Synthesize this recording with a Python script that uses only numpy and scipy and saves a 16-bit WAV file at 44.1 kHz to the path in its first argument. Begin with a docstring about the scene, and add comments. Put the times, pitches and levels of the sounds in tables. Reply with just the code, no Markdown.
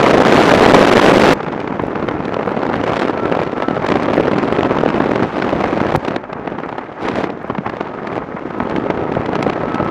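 """Wind on a snowmobile rider's helmet

A microphone on the helmet hears three stretches of a fast ride, spliced together with a click at each joint.
Head wind is noise coloured by air speed, swelling in lumps, snaps and ticks, with sharp single buffets.
Brief stalls chop it, a few deep thuds rock the microphone, and the loudest moments overload it.
The machine is an even dull roar (noise) and a thin wavering drive whine (a sine), beside a steady hiss
of snow and smooth air (noise). Left and right sound almost alike, save for faint patches, mostly treble."""
import sys
import numpy as np
from scipy import signal
from scipy.fft import rfft, irfft, next_fast_len
from scipy.io import wavfile
from scipy.ndimage import uniform_filter1d

SR = 44100
rng = np.random.default_rng(int(sys.argv[2]) if len(sys.argv) > 2 else 0)


def store_wav(level_fs):
    """Save 16-bit WAV to argv[1]."""
    pcm = np.round(np.clip(np.atleast_2d(level_fs), -1, 1) * 32767)
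    wavfile.write(sys.argv[1], SR, pcm.T.astype(np.int16))


def field_ratio(decibels):
    """Amplitude ratio for a level in dB (20 dB per decade); scalars and array-likes work."""
    return 10 ** (np.asarray(decibels, dtype=float) / 20)


N = 436590  # length [samples]

# Gusts, with a jump at each joint:
# (time [s], wind level [dB], 2-6 kHz share, which sets the air speed [dB])
WIND = [(0, -7.5, -13.5), (.7, -6.5, -11), (1.337, -7, -10.5), (1.342, -25.5, -24), (2.2, -23, -25),
        (2.8, -20, -21), (3.0, -16.5, -14), (3.149, -21, -23.5), (3.4, -18, -19.5), (3.496, -25, -22),
        (3.801, -23, -21), (3.87, -17, -21), (5.25, -17.5, -21), (5.32, -26.5, -14.5), (5.36, -17.5, -19),
        (5.962, -17, -19), (5.97, -35, -21), (6.05, -21, -17), (6.169, -20.5, -22), (6.189, -35.5, -29.5),
        (6.5, -26.5, -23.5), (6.978, -35, -20), (7.03, -17.5, -15), (7.14, -18.5, -18.5),
        (7.165, -15.5, -14), (7.25, -19.5, -15.5), (7.28, -24.5, -25), (7.33, -31, -27.5),
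        (7.45, -32.5, -23), (7.62, -33, -24), (7.8, -27, -20.5), (8.02, -29, -24), (8.17, -19, -20.5),
        (8.209, -30, -27.5), (8.45, -30.5, -22.5), (8.701, -22, -25.5), (9.448, -20.5, -23),
        (9.9, -20, -23)]
# Relative pressure of the eddies at air speed 1: (frequency [Hz], level [dB per Hz])
EDDIES = [(100, 11), (300, 2), (600, -4.5), (1200, -11), (2400, -21), (4800, -36.5), (9600, -58),
          (20000, -84.5)]
# Bass that the microphone loses from wind: (frequency [Hz], gain [dB])
WIND_CUT = [(20, -47), (40, -26), (70, -20.5), (120, -13), (200, -7.5), (300, -3), (500, 0)]
# How broken the flow is: (time [s], share of the usual lumps and jolts [factor])
BROKEN = [(1.3, 1), (1.36, 0.9), (5.2, 0.95), (5.35, 0.75), (5.96, 0.75), (6.17, 0.65), (6.95, 0.8),
          (7.0, 0.4), (7.27, 0.4), (7.33, 0.8)]
# Relative colour of the engine and track roar: (frequency [Hz], level [dB per Hz])
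ROAR = [(100, -13), (300, -1), (800, 7.5), (1400, 1.5), (2200, -6), (4000, -37.5), (8000, -73)]
# Relative colour of the hiss of snow and smooth air: (frequency [Hz], level [dB per Hz])
HISS = [(1000, -7.5), (2500, 2.5), (4000, -8), (6500, -14.5), (9000, -30.5), (12000, -48)]
# Hiss level before it swells with the wind: (time [s], level [dB])
HISS_LEVEL = [(0, -38), (2, -46.5), (5.9, -41.5), (6.2, -52.5), (8.6, -47.5), (9.9, -47.5)]
# Drive whine before it wavers: (time [s], pitch [Hz])
WHINE_PITCH = [(0, 1320), (3.4, 1335), (4, 1300), (5.9, 1300), (6.2, 1270), (7.5, 1268), (9, 1293),
               (9.9, 1300)]
# Drive whine before it wavers: (time [s], level [dB])
WHINE_LEVEL = [(0, -55), (2.3, -46), (3, -37), (4, -39), (7, -52), (9, -39), (9.9, -35.5)]
# Nominal strength of the faint patches that are opposite in left and right:
# (frequency [Hz], side over mid [dB])
SIDE_LEVEL = [(60, -49.5), (200, -45.5), (380, -39.5), (1290, -34.5), (2380, -25.5), (4400, -15.5),
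              (8120, -7), (15000, -9.5)]
# Brief stalls that chop the wind: (time [s], length [s], depth [dB])
GAPS = [(0.021, 0.0083, -8), (0.091, 0.0027, -24.5), (0.126, 0.0073, -11.5), (0.164, 0.01, -7.5),
        (0.196, 0.0095, -9), (.23, 0.0067, -9.5), (0.243, 0.0072, -9.5), (0.53, 0.0061, -10.5),
        (0.568, .006, -9), (0.603, 0.0039, -13), (0.66, 0.0087, -6), (0.671, 0.0051, -19),
        (0.727, 0.0058, -13), (0.832, 0.0025, -7.5), (0.843, 0.0024, -12), (0.861, 0.0073, -16.5),
        (0.906, 0.01, -10), (0.948, 0.0079, -11), (1.006, 0.01, -10), (1.127, 0.0068, -15),
        (1.143, 0.0026, -9.5), (1.189, 0.009, -8.5), (1.232, 0.0033, -16), (2.985, 0.0098, -15),
        (5.915, 0.005, -9.5)]
# Strong single buffets, before overload:
# (time [s], peak level [dB], 2-6 kHz share, which sets the air speed [dB])
BUFFETS = [(0.062, 0, -2), (0.325, -12, 1), (0.514, 3, -9), (0.66, 12.5, -11.5), (0.744, 11.5, -18),
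           (1.404, -6, -15), (1.429, -10, -10), (1.463, -11, -15), (1.482, -6, -18), (1.523, -15, -9),
           (1.537, -10, -23), (1.601, -14, -5), (1.613, -11, -18), (1.675, -5.5, -15.5), (1.723, -11, -22),
           (1.795, -5.5, -25), (1.834, -7.5, -46.5), (1.955, -5.5, -20), (2.025, -5, -18.5),
           (2.085, -4, -14), (2.252, -14.5, -9.5), (2.341, -6.5, -11), (2.364, -8, -19), (2.393, -5.5, -23),
           (2.428, -6.5, -13), (2.476, -2.5, -28.5), (2.738, -6.5, -18), (2.755, -9, -9), (2.837, -5, -6.5),
           (2.864, -5.5, -11.5), (2.876, -5, -5), (2.966, -1.5, -7.5), (3.018, -2.5, -9), (3.08, -11, -6),
           (3.322, -2, -16.5), (3.39, -6, -17), (3.432, -7, -8), (3.519, -12.5, -9), (3.6, -4.5, -20.5),
           (3.621, -4.5, -14), (3.683, -8, -30), (3.708, -2, -21), (3.765, -4, -22), (3.819, -11, -12),
           (3.847, -7, -16), (3.865, -10, -3), (3.886, -2.5, -10), (3.901, -11, -7), (3.919, -1.5, -16),
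           (3.955, 0, -15), (3.985, -26, -3), (4.001, -12, -10), (4.031, -11, 1), (4.084, -4, -20.5),
           (4.133, -4, -7.5), (4.177, 3, -25), (4.197, -5.5, -33), (4.383, -5, -5), (4.649, 0, -23),
           (4.699, -9.5, -29), (5.002, 1.5, -22), (5.037, -11, -24), (5.157, -2.5, -12), (5.199, -4.5, -31),
           (5.23, -7, -8.5), (5.421, -3.5, -16), (5.529, -5, -42), (5.639, 2, -14.5), (5.727, -5, -25),
           (5.802, -4, -15), (5.835, -9, -19), (5.855, -5, -29), (5.866, -11, -11), (5.92, -7, -12),
           (5.944, -15, 1), (5.948, 1, -29), (5.956, -5, -7), (6.048, -7.5, -7.5), (6.081, -3, -8.5),
           (6.161, -7, -8), (6.238, -14, -15), (6.298, -12, -27), (6.329, -10, -12), (6.474, -7.5, -21),
           (6.517, -12, -32), (6.585, -11.5, -17), (6.633, -12, -20), (6.689, -13, -14), (6.725, -9.5, -19),
           (6.781, -7.5, -12.5), (6.789, -13.5, -22.5), (6.833, -17, -20), (7.084, -6, -6.5),
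           (7.155, -6, -8), (7.239, -3.5, -15), (7.301, -7.5, -14), (7.442, -13, -36), (7.498, -5.5, -23),
           (7.506, -8.5, -22.5), (7.549, -8.5, -21), (7.581, -8.5, -16), (7.663, -8, -19), (7.673, -9, -20),
           (7.695, -12.5, -14), (7.736, -8.5, -26), (7.767, -12, -11), (7.807, -4, -15), (8.071, -7.5, -14),
           (8.162, -18, -15), (8.453, -9.5, -43.5), (8.505, -12.5, -21), (8.601, -3.5, -25),
           (8.696, -11.5, -6.5), (8.71, -10, -10.5), (8.761, -6, -12.5), (8.903, -6, -12),
           (9.085, -18, -24), (9.121, -9.5, -11), (9.167, -3.5, -41.5), (9.259, -10, -10),
           (9.353, -1.5, -10), (9.426, -4, -1), (9.464, -1, -27), (9.497, -4, -12.5), (9.532, -10, -9),
           (9.636, -10.5, -40), (9.744, -11, -2), (9.799, -3, -27)]
# Joints where the wave breaks off: (time [s], height of the step before overload [full scale = 1])
SPLICES = [(1.335, 0.61), (5.9621, 0.57)]
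# Deep thuds of a few swings: (time [s], nominal peak level [dB], frequency [Hz])
THUDS = [(7.553, -14, 310), (7.59, -11.5, 180), (8.35, -16, 200)]


def evened(x):
    """Scales a signal to rms 1."""
    return x / np.sqrt(np.mean(x ** 2) + 1e-20)


def read(points, hz):
    """Reads a spectrum table on a log-frequency axis."""
    f, value = np.transpose(points)
    return np.interp(np.log(hz + 1), np.log(f + 1), value)


def wander(count, rate, lo_hz, hi_hz):
    """Random drift of rms 1, equally strong per octave from lo_hz to hi_hz."""
    hz = np.fft.rfftfreq(count, 1 / rate) + 1e-3
    shape = 1 / np.sqrt(hz * (1 + (lo_hz / hz) ** 4) * (1 + (hz / hi_hz) ** 4))
    return evened(irfft(rfft(rng.standard_normal(count)) * shape, count))


def shaped(x, gain, size=128):
    """Scales the short-time spectra of x, each bin by gain(Hz, s)."""
    hz, t, z = signal.stft(x, SR, nperseg=size, noverlap=size * 3 // 4)
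    z = z * gain(hz[:, None], t)
    return signal.istft(z, SR, nperseg=size, noverlap=size * 3 // 4)[1][:N]


def causal(gain):
    """Adds the phase that makes a colour ring after its cause, never before."""
    fold = irfft(np.log(gain + 1e-9))
    fold[1:len(gain) - 1] *= 2
    fold[len(gain):] = 0
    return np.exp(rfft(fold))


def speed_of(share_db, calm_db=-18, db_per_octave=11):
    """Air speed as a factor: faster air sweeps the eddies by quicker and so brightens them."""
    return 2 ** ((share_db - calm_db) / db_per_octave)


def wind(hits, lump_db=5.0, snap_db=6.0, faster=0.075, snappier=0.12, cap=2.6, full_db=-8, dense=1.8,
         tick_db=-12, ticks_per_s=90, tick_speed=4.0, duller=0.047, harder=0.25):
    """Eddies swept past the microphone port: the faster the air, the higher the whole spectrum sits."""
    s, db, share_db = np.transpose(WIND)
    room = next_fast_len(N + SR)  # spare length, so that filter tails do not wrap round
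    t, all_hz = np.arange(N) / SR, np.fft.rfftfreq(room, 1 / SR)
    level = field_ratio(np.interp(t, s, db))
    mean_speed = speed_of(np.interp(t, s, share_db))

    # eddies arrive as slower lumps and as separate quick jolts
    uneven = np.interp(t, *np.transpose(BROKEN))
    lumps = uneven * cap * np.tanh(wander(N, SR, lo_hz=17.0, hi_hz=121) / cap)
    snaps = uneven * cap * np.tanh(wander(N, SR, lo_hz=64.0, hi_hz=534) / cap)
    # a full, fast blast runs evener than a breeze
    broken = 1 / (1 + (level * mean_speed ** dense / field_ratio(full_db)) ** 2)

    stall_db = gaps_db()
    flow = level * field_ratio(stall_db) * lulls(hits) * evened(field_ratio(lump_db * broken * lumps))
    # strong air is fast, stalled air is dull
    speed = mean_speed * np.exp(broken * (faster * lumps + snappier * snaps) + duller * stall_db)
    drive = flow * evened(field_ratio(snap_db * snaps) * rng.standard_normal(N))

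    def colour(hz, frame_s):
        """Eddy spectrum moved by air speed, with even power once the wind cut is applied."""
        frame_speed = np.clip(np.interp(frame_s, t, speed), 0.3, 5)
        eddies = field_ratio(read(EDDIES, hz / frame_speed))
        return eddies / np.sqrt(np.mean((eddies * field_ratio(read(WIND_CUT, hz))) ** 2, 0))

    # tiny fast eddies break as thin ticks, more of them in quick air and in a full blast
    happens = rng.random(N) < ticks_per_s * speed ** 2 / broken / SR
    sparse = uneven ** 2 * rng.laplace(0, 1, N) * happens
    tick_drive = flow * speed * level ** harder * sparse
    tick_colour = field_ratio(read(EDDIES, all_hz / tick_speed))
    ticks = evened(irfft(rfft(tick_drive, room) * tick_colour, room)[:N])

    pressure = shaped(drive, colour) + field_ratio(tick_db) * np.std(flow) * ticks
    return irfft(rfft(pressure, room) * field_ratio(read(WIND_CUT, all_hz)), room)[:N]


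def even_noise(table, level_db, throb_db, follow):
    """A throbbing noise of the given colour that swells slowly with the wind."""
    s, db, _ = np.transpose(WIND)
    swell_db = follow * uniform_filter1d(np.interp(np.arange(N) / SR, s, db), size=4000)
    noise = rng.standard_normal(N) * field_ratio(throb_db * wander(N, SR, lo_hz=6.2, hi_hz=60))
    colour = field_ratio(read(table, np.fft.rfftfreq(N, 1 / SR)))
    return field_ratio(level_db + swell_db) * evened(irfft(rfft(noise) * colour, N))


def roar():
    """Engine and track blend into one dull noise."""
    return even_noise(ROAR, level_db=-25, throb_db=4.0, follow=0.24)


def hiss():
    """Snow and the smooth airstream make a steady, brighter noise."""
    level_db = np.interp(np.arange(N) / SR, *np.transpose(HISS_LEVEL))
    return even_noise(HISS, level_db, throb_db=1.5, follow=0.19)


def whine(waver_hz=10, waver_db=4.5):
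    """A tooth-mesh tone of the drive that wavers a little in pitch and strength."""
    t = np.arange(N) / SR
    pitch = np.interp(t, *np.transpose(WHINE_PITCH)) + waver_hz * wander(N, SR, lo_hz=6.2, hi_hz=30)
    level_db = np.interp(t, *np.transpose(WHINE_LEVEL)) + waver_db * wander(N, SR, lo_hz=0.73, hi_hz=14)
    return np.sqrt(2) * field_ratio(level_db) * np.sin(2 * np.pi * np.cumsum(pitch) / SR)


def side_patches(hz, s, threshold=0.45):
    """Gain of the side signal: random phase in patches of a few frames and bands, zero elsewhere."""
    rows, columns = len(s) // 4 + 1, len(hz) // 32 + 1
    patches = rng.random((rows, 1)) / 2 + rng.random((rows, columns)) / 2
    filled = np.repeat(np.repeat(patches < threshold, 4, 0), 32, 1)[:len(s), :len(hz)]
    phase = np.exp(2j * np.pi * rng.random(filled.shape))
    return (filled * phase).T * field_ratio(read(SIDE_LEVEL, hz))


def gaps_db():
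    """The air at the port stalls for a few milliseconds: a smooth dip in dB."""
    out, u = np.zeros(N), np.arange(-1200, 1200) / SR
    for s, length, depth_db in GAPS:
        at = np.clip(round(s * SR) + np.arange(-1200, 1200), 0, N - 1)
        out[at] += depth_db * np.exp(-(2 * u / length) ** 4 / 2)
    return out


def lulls(hits, depth=1.0, before_s=0.01, after_s=0.007, again=0.15, width_s=0.0019):
    """The air sags for a moment before each buffet and again as it ends."""
    marks, at = np.zeros(N + SR), hits[:, 0]
    marks[np.round((at - before_s) * SR).astype(int)] = 1
    marks[np.round((at + after_s) * SR).astype(int)] = again
    dip = np.exp(-(np.arange(-800, 801) / SR / width_s) ** 2)
    return 1 - np.clip(depth * signal.oaconvolve(marks, dip, "same")[:N], 0, 0.95)


def buffets(hits, usual_db=-17, low_hz=120, rise_s=0.0032, fall_s=0.0049, lead_s=0.002106,
            linger=0.13, spike=11, top_hz=7000):
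    """A spike in a short burst of noise, coloured by its own air speed; slow buffets linger."""
    out, u = np.zeros(N + 2048), np.arange(-600, 1448) / SR
    hz = np.fft.rfftfreq(2048, 1 / SR)
    noises = rng.standard_normal((len(hits), 2048))
    for (s, peak_db, share_db), noise in zip(hits, noises):
        speed = speed_of(share_db, usual_db)
        rise, fall = np.exp(-(u / rise_s) ** 2), np.exp(-(u * speed ** linger / fall_s) ** 2)
        spiked = (noise + spike * np.sign(noise) * (u == 0)) * np.where(u < 0, rise, fall)
        colour = field_ratio(read(EDDIES, hz / speed) + read(WIND_CUT, hz))
        colour = colour * hz / (hz + low_hz) / (1 + (hz / top_hz) ** 2)  # no deep bass, soft top
        burst = irfft(rfft(spiked) * causal(colour))
        at = round((s + lead_s) * SR) - 600
        out[at:at + 2048] += field_ratio(peak_db) * burst / abs(burst).max()
    return out[:N]


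def splices(rise_s=0.00056):
    """A swing of pressure that stops dead at each joint: a click."""
    t = np.arange(N) / SR
    return sum(step * (t < s) * np.exp(np.minimum(t - s, 0) / rise_s) for s, step in SPLICES)


def thuds(turns=1.05):
    """A large slow eddy rocks the microphone for two or three swings."""
    t, out = np.arange(N) / SR, np.zeros(N)
    for s, db, hz in THUDS:
        envelope = np.exp(-((t - s) * hz / turns) ** 2)
        out += field_ratio(db) * envelope * np.sin(2 * np.pi * (hz * t + rng.random()))
    return out


def scene():
    """One microphone feeds both channels."""
    hits = np.array(BUFFETS)
    air = wind(hits) + buffets(hits) + thuds()
    machine = roar() + hiss() + whine()
    return np.tile(air + machine + splices(), (2, 1))


def band_limit(x):
    """A steep low-pass at the top of the band."""
    return signal.sosfilt(signal.butter(12, 15700, fs=SR, output="sos"), x)


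def record(dry, knee=1.35):
    """Loud buffets squash and clip; a faint patchy side signal is added left and subtracted right."""
    mid = np.clip(knee * np.tanh(dry[0] / knee), -1, 1)
    side = 2 * shaped(mid, side_patches, size=1024)
    return band_limit(np.array([mid + side, mid - side]))


dry = scene()
out = record(dry)
store_wav(out)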